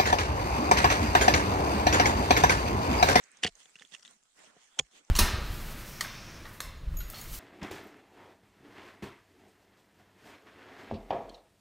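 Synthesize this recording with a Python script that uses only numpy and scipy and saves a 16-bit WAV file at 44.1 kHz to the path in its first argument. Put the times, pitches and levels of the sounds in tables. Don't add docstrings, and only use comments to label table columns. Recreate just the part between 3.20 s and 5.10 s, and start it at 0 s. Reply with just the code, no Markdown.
import sys
import numpy as np
from scipy import signal
from scipy.fft import rfft, irfft
from scipy.io import wavfile
from scipy.ndimage import uniform_filter1d

SR = 44100
rng = np.random.default_rng(int(sys.argv[2]) if len(sys.argv) > 2 else 0)


def file_out(sig):
    cols = np.atleast_2d(sig).T
    lim = np.clip(cols, -1, 1)
    pcm = np.round(lim * 32767).astype(np.int16)
    wavfile.write(sys.argv[1], SR, pcm)


def magnitude_from_level(level_db):
    exponent = np.asarray(level_db, float) / 20
    return 10 ** exponent


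N = 83790

# (time [s], level [dB], brightness [dB per octave])
MOVEMENT = [(0, -63, -1.5), (.1, -67, -0.5), (.2, -65.5, -1.9), (0.399, -62, 1.35), (.52, -67, 0.9),
            (0.679, -65.5, 1.25), (0.923, -62.5, 0.7), (0.993, -74, 0), (1.139, -72.5, 1.5),
            (1.188, -59.5, -0.85), (1.279, -59.5, -2), (1.33, -67, -3), (1.421, -67.5, 0), (1.5, -67, 1.4),
            (1.708, -65, -0.5), (1.77, -58, -1), (1.83, -72, -2), (1.9, -70.5, 0.5)]
# (pitch [Hz], level [dB])
CLOTH_TONE = [(170, -11), (1800, -7), (3300, -8), (4800, -12), (7400, -7), (10400, -16.5), (15600, -19)]
# (pitch [Hz], level [dB])
AIR_TONE = [(200, -11), (1500, -27), (7400, -15), (15600, -25)]
AIR_DB = -77
GRAINS_PER_S, GRAIN_SPREAD_DB, GRAIN_SHARE_DB = 3200, 6, -6.5
PATCH_DB, FLICKER_DB = 3, 1
# (pitch [Hz], likeness [-1 to 1])
LIKENESS = [(950, 0.21), (15000, -0.11)]
FLOOR_PAN_DB = -3.5

LIMITER_TIMES = (0.24, 1.597)
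HOLD_S, RELEASE_S, DUCK_DB = 0.113, 0.004, -6

# (start [s], length [s], level [dB], pitch [Hz], width [Hz])
SWISHES = [
    (-.15, .4, -68, 1950, 1150),
    (.82, 0.16, -75, 216, 118.7),
    (.493, .022, -66, 7550, 500),
    (1.569, 0.032, -59.5, 660, 700),
    (1.501, 0.11, -70.5, 3400, 600),
    (1.699, 0.1, -72, 3400, 490),
    (1.755, 0.072, -69, 327, 150),
]
# (start [s], level [dB], length [s], left-right [dB])
SCRAPES = [
    (0.217, -47, 0.038, -5),
    (0.371, -60.5, 0.087, -2),
    (0.699, -55.5, 0.08, -8),
    (.733, -47.5, 0.017, -7.5),
    (0.838, -62, 0.04, 7),
    (1.235, -60.5, 0.058, -0.5),
    (1.332, -66.5, 0.18, -2),
]
CRUMBS_PER_S = 3100
# (time [s], level [dB], pitch [Hz], time to fall 60 dB [s])
BODY_JOLTS = [
    (0.249, -33.5, 80, 0.083),
    (0.299, -50, 30, 0.15),
    (1.597, -48.5, 81.7, 0.096),
    (1.618, -45.5, 46.2, 0.095),
]

# (time [s], peak level [dB], pitch [Hz])
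HIGH_CHIPS = [
    (0.0386, -50, 6550),
    (0.1162, -50, 8400),
    (0.171, -48.5, 6200),
    (0.3535, -49, 6500),
    (0.6734, -55.5, 6340),
    (0.9096, -50.5, 8700),
    (1.035, -55, 7510),
    (1.8492, -58, 6100),
]
# (time [s], peak level [dB], pitch [Hz])
FALLING_CHIPS = [(0.4567, -49.5, 3330), (0.5555, -41.5, 2770), (0.5634, -48, 2900), (0.5882, -49, 3050),
                 (0.5959, -45.5, 3480), (0.6081, -52, 3120), (0.6164, -49, 3070), (0.621, -42, 1800),
                 (0.6496, -48.5, 3400), (0.7217, -50.5, 3700), (0.7481, -35.5, 2840), (0.7644, -50, 2760),
                 (0.7946, -51, 5800), (0.8096, -58, 6460), (0.8257, -49, 5560), (0.8295, -47.5, 5630),
                 (0.85, -47, 3400), (0.8574, -43.5, 3640), (0.8673, -53, 6640), (0.8777, -44.5, 3850)]
CHIP_S, CHIP_CRUMBLE_S, CHIP_PAN_DB, CHIP_GAIN_DB = 0.0018, 0.0061, 7, 2
SLIVER_CUT_HZ, TICK_CUT_HZ = 1340, 5100
CLICKS, RING_CYCLES, SPLINTER_DB, CRUMBLE_DB = 4, 12, 1, -20
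# (pitch [Hz], level [dB])
SNAP_TONE = [(150, -32.5), (1500, -26), (2500, -3.5), (4000, -6), (6200, -4), (9000, -17.5), (15700, -32)]
# (pitch [Hz], level [dB], time to fall 60 dB [s])
HOUSING_MODES = [(2010, -4, 0.013), (3400, 3.2, 0.0054), (4450, -6, 0.0043), (5630, -11.5, 0.0033),
                 (6560, -19.5, 0.003), (8800, -11.5, 0.0061)]
HOUSING_DB = -8

# (time [s], level [dB], pitch factor, brightness [dB per octave])
LEFT_THUDS = [(.232, -37.5, 0.99, 3), (0.2404, -33, 0.72, -4), (0.2492, -22, 0.99, 2.1),
              (0.252, -30, 0.9, -10), (.267, -39, 0.99, 1), (.2815, -41.5, 0.92, 3.3),
              (.458, -67, 1.03, 7.5), (.557, -54, 0.91, -2.5), (.612, -54, 1.09, 3),
              (.722, -56.5, 1.06, -4), (1.366, -54.5, 0.96, 4.5), (1.883, -66.5, 1.9, 5),
              (1.892, -67, 1.19, 9.5)]
# (pitch [Hz], level [dB], time to fall 60 dB [s])
LEFT_SHAFT = [(169, -6, 0.04), (203, 1.5, 0.035), (325, -9.5, 0.036), (467, 1, 0.03), (738, -5, 0.044),
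              (1080, -18.5, 0.0141)]
# (time [s], level [dB], pitch factor, brightness [dB per octave])
RIGHT_THUDS = [
    (1.588, -44.5, 1.82, 2.5),
    (1.5975, -30, 1.022, 0),
    (1.609, -45, 0.946, -1),
]
# (pitch [Hz], level [dB], time to fall 60 dB [s])
RIGHT_SHAFT = [(143.2, -3, 0.069), (266.6, -0.5, 0.016), (481, 8, 0.019), (770, -6, 0.047),
               (1025, 0, 0.0185)]
# (pitch [Hz], level [dB], time to fall 60 dB [s])
STEEL_MODES = [(6874, -48, .095), (6643, -52, .09), (7120, -56, .05), (3284, -60, .1)]
STEEL_AT_S = 1.596

# (time [s], level [dB], rise [s], pitch [Hz], left-right [dB])
LEFT_CRACKS = [(0.2313, -33.5, 0.0016, 5400, -3), (0.2315, -32.5, 0.00087, 2480, -5),
               (0.2346, -27, 0.0014, 1860, 2.2), (0.2355, -26.5, 0.0011, 3590, 5.5),
               (0.2357, -19, 0.00081, 2940, 1), (0.2359, -25, 0.00032, 5620, -2.5),
               (0.237, -27.5, 0.00035, 3150, -5.2), (0.2389, -19.5, 0.00042, 2826, -2),
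               (0.2395, -29, 0.00047, 1870, -0.5), (0.2399, -28.5, 0.0006, 3500, 0.4),
               (0.2441, -23.5, 0.00069, 2900, -0.6), (0.2443, -26.9, 0.001, 3250, 0),
               (0.2451, -23.7, 0.00056, 4550, 0.2), (0.2457, -29, 0.00056, 1660, 2),
               (0.2476, -17, 0.00041, 3230, -3), (0.2489, -27, 0.00071, 1947, -5.5),
               (0.2495, -29.5, 0.0011, 3285, -1.8), (0.2536, -34, 0.0015, 3445, -1.5),
               (0.2551, -18, 0.0002, 2590, 0.8), (0.2633, -28.5, 0.0014, 1984, 0.2),
               (0.2652, -30.5, 0.00104, 2924, -1), (0.2662, -30, 0.0007, 4650, 0.4),
               (0.2666, -29, 0.0006, 1946, -4), (0.2712, -34, 0.00054, 4370, -3.5),
               (0.2717, -29, 0.00024, 2140, -1), (0.2719, -33, 0.0012, 2870, 3),
               (0.2757, -29.3, 0.0006, 3170, -2), (0.2758, -33, 0.000354, 4620, 2),
               (0.2781, -31, 0.00031, 3190, -3.8), (0.2811, -35, 0.00035, 3220, -1.5)]
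# (time [s], level [dB], rise [s], pitch [Hz], left-right [dB])
RIGHT_CRACKS = [(1.5894, -32.5, 0.00091, 1434, -12), (1.5895, -34, 0.00089, 6710, 10),
                (1.5895, -23.5, 0.0011, 3120, -7.5), (1.5897, -31.5, 0.0018, 4090, -3.5),
                (1.591, -21, 0.00071, 6150, 9.5), (1.5918, -31, 0.001, 3490, -3.5),
                (1.5919, -24, 0.00026, 8660, -10.5), (1.5939, -37, 0.0006, 6910, 6.2),
                (1.595, -20, 0.00049, 2400, -1), (1.595, -18, 0.00094, 3340, -6),
                (1.5952, -33, 0.00012, 4270, -5), (1.5961, -26, 0.00027, 6940, 18),
                (1.5962, -36, 0.0012, 2126, -6)]
# (time [s], level [dB], length [s])
LEFT_GRIT = [
    (0.2326, -33.5, 0.0016),
    (0.2351, -30, 0.0043),
    (0.2433, -31.5, 0.0049),
    (0.256, -45.5, 0.0062),
    (0.2642, -39.5, 0.0048),
    (.2713, -37.5, 0.0017),
    (0.2749, -38, .003),
    (0.281, -54, 0.014),
]
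# (time [s], level [dB], length [s])
RIGHT_GRIT = [
    (1.585, -51, .004),
    (1.5896, -31, 0.0035),
    (1.595, -31, 0.0035),
    (1.601, -58, .012),
]
# (pitch [Hz], level [dB])
GRIT_TONE = [(1300, -10), (2500, -1), (5500, -4.5), (9000, -7.5), (11500, -18), (15700, -24.5)]
LEFT_CRUMBLE_S, RIGHT_CRUMBLE_S, GRIT_APART, GRIT_PER_S = 0.0025, 0.001, 0.5, 4000
# (pitch [Hz], phase [rad])
LEFT_PHASE = [(100, 0.034), (1000, 0.8), (3000, 0.44), (6000, 0.57), (9000, 2.77), (14000, 1.7)]
# (pitch [Hz], phase [rad])
RIGHT_PHASE = [(100, 0), (1000, 1), (3000, 0.2), (6000, 0.6), (9000, -3), (14000, -1)]

LOW_CUT_HZ, TOP_HZ, LEAK_DB = 150, 9920, -12


def evened(x):
    return x / np.sqrt(np.mean(x ** 2) + 1e-20)


def sides(db):
    return magnitude_from_level(np.array([[0.5], [-0.5]]) * db)


def read(points, hz):
    f, value = np.transpose(points)
    return np.interp(np.log(hz + 1), np.log(f + 1), value)


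def add(mix, s, sound):
    part = mix[..., round(s * SR):][..., :sound.shape[-1]]
    part += sound[..., :part.shape[-1]]


def causal(points, size=1024):
    log_gain = np.log(magnitude_from_level(read(points, np.abs(np.fft.fftfreq(4 * size, 1 / SR)))))
    click = np.fft.ifft(np.exp(np.conj(signal.hilbert(log_gain)))).real[:size]
    return click / abs(click).max()


def mode(hz, db, t60, size=9000):
    t = np.arange(size) / SR
    return magnitude_from_level(db - 60 * t / max(t60, 1e-3)) * np.sin(2 * np.pi * hz * t)


def rumble():
    low_pass = signal.butter(4, 55, fs=SR, output="sos")
    wind = signal.sosfilt(low_pass, rng.standard_normal((2, N)))
    return magnitude_from_level(-90.5) * evened(wind + 0.37 * wind[::-1])


def background():
    caught = rng.random((3, N)) < GRAINS_PER_S / SR
    size = magnitude_from_level(GRAIN_SPREAD_DB * np.minimum(rng.exponential(1, (3, N)), 5)) * caught
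    grains = evened(size * rng.standard_normal((3, N)))
    friction = grains * magnitude_from_level(GRAIN_SHARE_DB) + rng.standard_normal((3, N))
    noises = np.vstack([friction[:2], rng.standard_normal((2, N))])
    hz, t, z = signal.stft(noises, SR, nperseg=512, noverlap=384)
    same = np.clip(read(LIKENESS, hz), -1, 1)[:, None]

    def pair(a, b):
        return np.array([a, same * a + np.sqrt(1 - same ** 2) * b])

    patches = uniform_filter1d(rng.standard_normal(z[0].shape), size=8, axis=0)
    patches = evened(uniform_filter1d(patches, size=14, axis=1))
    flicker = evened(uniform_filter1d(rng.standard_normal(len(t)), size=4))
    s, level_db, bright_db = np.transpose(MOVEMENT)
    octaves = np.log2((hz[:, None] + 100) / 3000)
    cloth_db = read(CLOTH_TONE, hz)[:, None] + octaves * np.interp(t, s, bright_db)
    cloth = magnitude_from_level(cloth_db) / np.sqrt(np.mean(magnitude_from_level(2 * cloth_db), 0))
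    cloth = cloth * magnitude_from_level(np.interp(t, s, level_db) + PATCH_DB * patches + FLICKER_DB * flicker)
    air = magnitude_from_level(AIR_DB) * evened(magnitude_from_level(read(AIR_TONE, hz)))[:, None]
    both = pair(z[0], z[1]) * cloth + pair(z[2], z[3]) * air
    sound = signal.istft(both, SR, nperseg=512, noverlap=384)[1][:, :N]
    return sound * sides(FLOOR_PAN_DB)


def limiter_hold():
    t = np.arange(N) / SR
    held = sum((t > s) * np.clip(1 - (t - s - HOLD_S) / RELEASE_S, 0, 1) for s in LIMITER_TIMES)
    return magnitude_from_level(DUCK_DB * held)


def swishes():
    out, t = np.zeros((2, N)), np.arange(N) / SR
    for s, length, db, hz, width in SWISHES:
        band = signal.butter(4, [hz - width / 2, hz + width / 2], "band", fs=SR, output="sos")
        noise = rng.standard_normal((3, N))
        swell = np.sqrt(np.sin(np.pi * np.clip((t - s) / length, 0, 1)).clip(0))
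        out += magnitude_from_level(db) * swell * evened(signal.sosfilt(band, noise[:2] + noise[2]))
    return out


def sways():
    out = np.zeros(N)
    for s, db, hz, t60 in BODY_JOLTS:
        soft_start = np.minimum(np.arange(16000) / SR * hz, 1)
        add(out, s, mode(hz, db, t60, size=16000) * soft_start)
    return out


def splinter():
    return causal(SNAP_TONE) + magnitude_from_level(HOUSING_DB) * sum(mode(*m, size=1024) for m in HOUSING_MODES)


def scrapes():
    out = np.zeros((2, N))
    for s, db, length, pan_db in SCRAPES:
        struck = rng.random((2, 6000)) < CRUMBS_PER_S / SR
        crumbs = rng.standard_normal((2, 6000)) * (0.64 + struck)
        swell = np.sin(np.pi * np.clip(np.arange(6000) / SR / length, 0, 1)) ** 2
        scrape = evened(signal.fftconvolve(crumbs, splinter()[None], axes=1)[:, :6000])
        add(out, s, magnitude_from_level(db) * sides(pan_db) * scrape * swell)
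    return out


def fracture(db, length, hz, crumble_s, snap_db, cut_hz):
    draw, t = rng.random((CLICKS, 3)), np.arange(2048) / SR
    order = np.arange(CLICKS)
    places = ((order + draw[:, 0]) / CLICKS * length * SR).astype(int)
    strengths = (0.5 + draw[:, 1]) / np.sqrt(1 + order) * np.sign(draw[:, 2] - 0.5)
    clicks = np.zeros(2048)
    np.add.at(clicks, places, strengths)
    fade = np.exp(-np.maximum(t - length, 0) / crumble_s)
    grit = magnitude_from_level(CRUMBLE_DB) * rng.standard_normal(2048) * fade * np.minimum(2 * t / length, 1)
    snap = magnitude_from_level(snap_db) * splinter()
    ring_t60 = np.log(1000) * RING_CYCLES / hz / 2
    sliver = mode(hz, 0, ring_t60, size=1024) + magnitude_from_level(SPLINTER_DB) * snap
    sound = signal.fftconvolve(clicks, sliver) + signal.fftconvolve(grit, snap)
    sound = signal.sosfilt(signal.butter(4, cut_hz, "high", fs=SR, output="sos"), sound)
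    return magnitude_from_level(db) * sound / abs(sound).max()


def chips():
    out = np.zeros((2, N))
    for rows, snap_db, cut_hz in ((FALLING_CHIPS, -2.5, SLIVER_CUT_HZ), (HIGH_CHIPS, -9, TICK_CUT_HZ)):
        for s, db, hz in rows:
            pan = sides(CHIP_PAN_DB * rng.standard_normal() + FLOOR_PAN_DB)
            add(out, s, pan * fracture(db + CHIP_GAIN_DB, CHIP_S, hz, CHIP_CRUMBLE_S, snap_db, cut_hz))
    return out


def thuds(rows, shaft):
    out = np.zeros(N)
    for s, db, factor, bright_db in rows:
        for hz, mode_db, t60 in shaft:
            tilt_db = bright_db * np.log2(hz / 200)
            add(out, s, mode(hz * factor, db + mode_db + tilt_db, t60) / 2)
    return out


def steel_ring():
    return sum(mode(*m) for m in STEEL_MODES)


def blow(cracks, grits, crumble_s, pan_db):
    out, t = np.zeros((2, N)), np.arange(2048) / SR
    for (s, db, rise, hz, side_db), turn in zip(cracks, rng.random(len(cracks))):
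        swell = t / rise * np.exp(1 - t / rise)
        ring = swell * np.cos(2 * np.pi * (hz * t + turn))
        add(out, s, magnitude_from_level(db) * sides(side_db) * ring)
    for s, db, length in grits:
        crushed = rng.random(2048) < GRIT_PER_S / SR
        shared = rng.standard_normal(2048) * (0.2 + 3 * crushed)
        apart = rng.standard_normal((2, 2048))
        fade = np.exp(-np.maximum(t - length, 0) / crumble_s)
        tone = evened(causal(GRIT_TONE))[None] / np.sqrt(1024)
        crunch = signal.fftconvolve((shared + GRIT_APART * apart) * fade, tone, axes=1)
        add(out, s, magnitude_from_level(db) * sides(pan_db) * crunch)
    return out


def ports(x, phase):
    half = np.exp(0.5j * read(phase, np.fft.rfftfreq(N, 1 / SR)))
    return irfft(rfft(x) * np.array([half, 1 / half]), N)


def microphone(x):
    x = signal.sosfilt(signal.butter(4, LOW_CUT_HZ, "high", fs=SR, output="sos"), x)
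    muffled = signal.sosfiltfilt(signal.butter(8, TOP_HZ, fs=SR, output="sos"), x)
    return muffled * (1 - magnitude_from_level(LEAK_DB)) + magnitude_from_level(LEAK_DB) * x


def scene():
    left = blow(LEFT_CRACKS, LEFT_GRIT, LEFT_CRUMBLE_S, pan_db=-1.5)
    right = blow(RIGHT_CRACKS, RIGHT_GRIT, RIGHT_CRUMBLE_S, pan_db=-5.0)
    add(right, STEEL_AT_S, steel_ring())
    hits = ports(left, LEFT_PHASE) + ports(right, RIGHT_PHASE)
    knocks = thuds(LEFT_THUDS, LEFT_SHAFT) * magnitude_from_level(np.array([[-1.1], [1.1]]))
    knocks = knocks + thuds(RIGHT_THUDS, RIGHT_SHAFT) * magnitude_from_level(np.array([[-2.1], [1.6]]))
    airborne = hits + knocks + chips() + scrapes() + swishes()
    return microphone(airborne + background() * limiter_hold()) + sways() + rumble()


def band_limit(x):
    return signal.sosfilt(signal.butter(12, 15790, fs=SR, output="sos"), x)


def record(dry):
    edge = signal.firwin(255, 15750, fs=SR)[None]
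    mix = signal.oaconvolve(dry, edge, "same")
    return band_limit(mix)


dry = scene()
out = record(dry)
file_out(out)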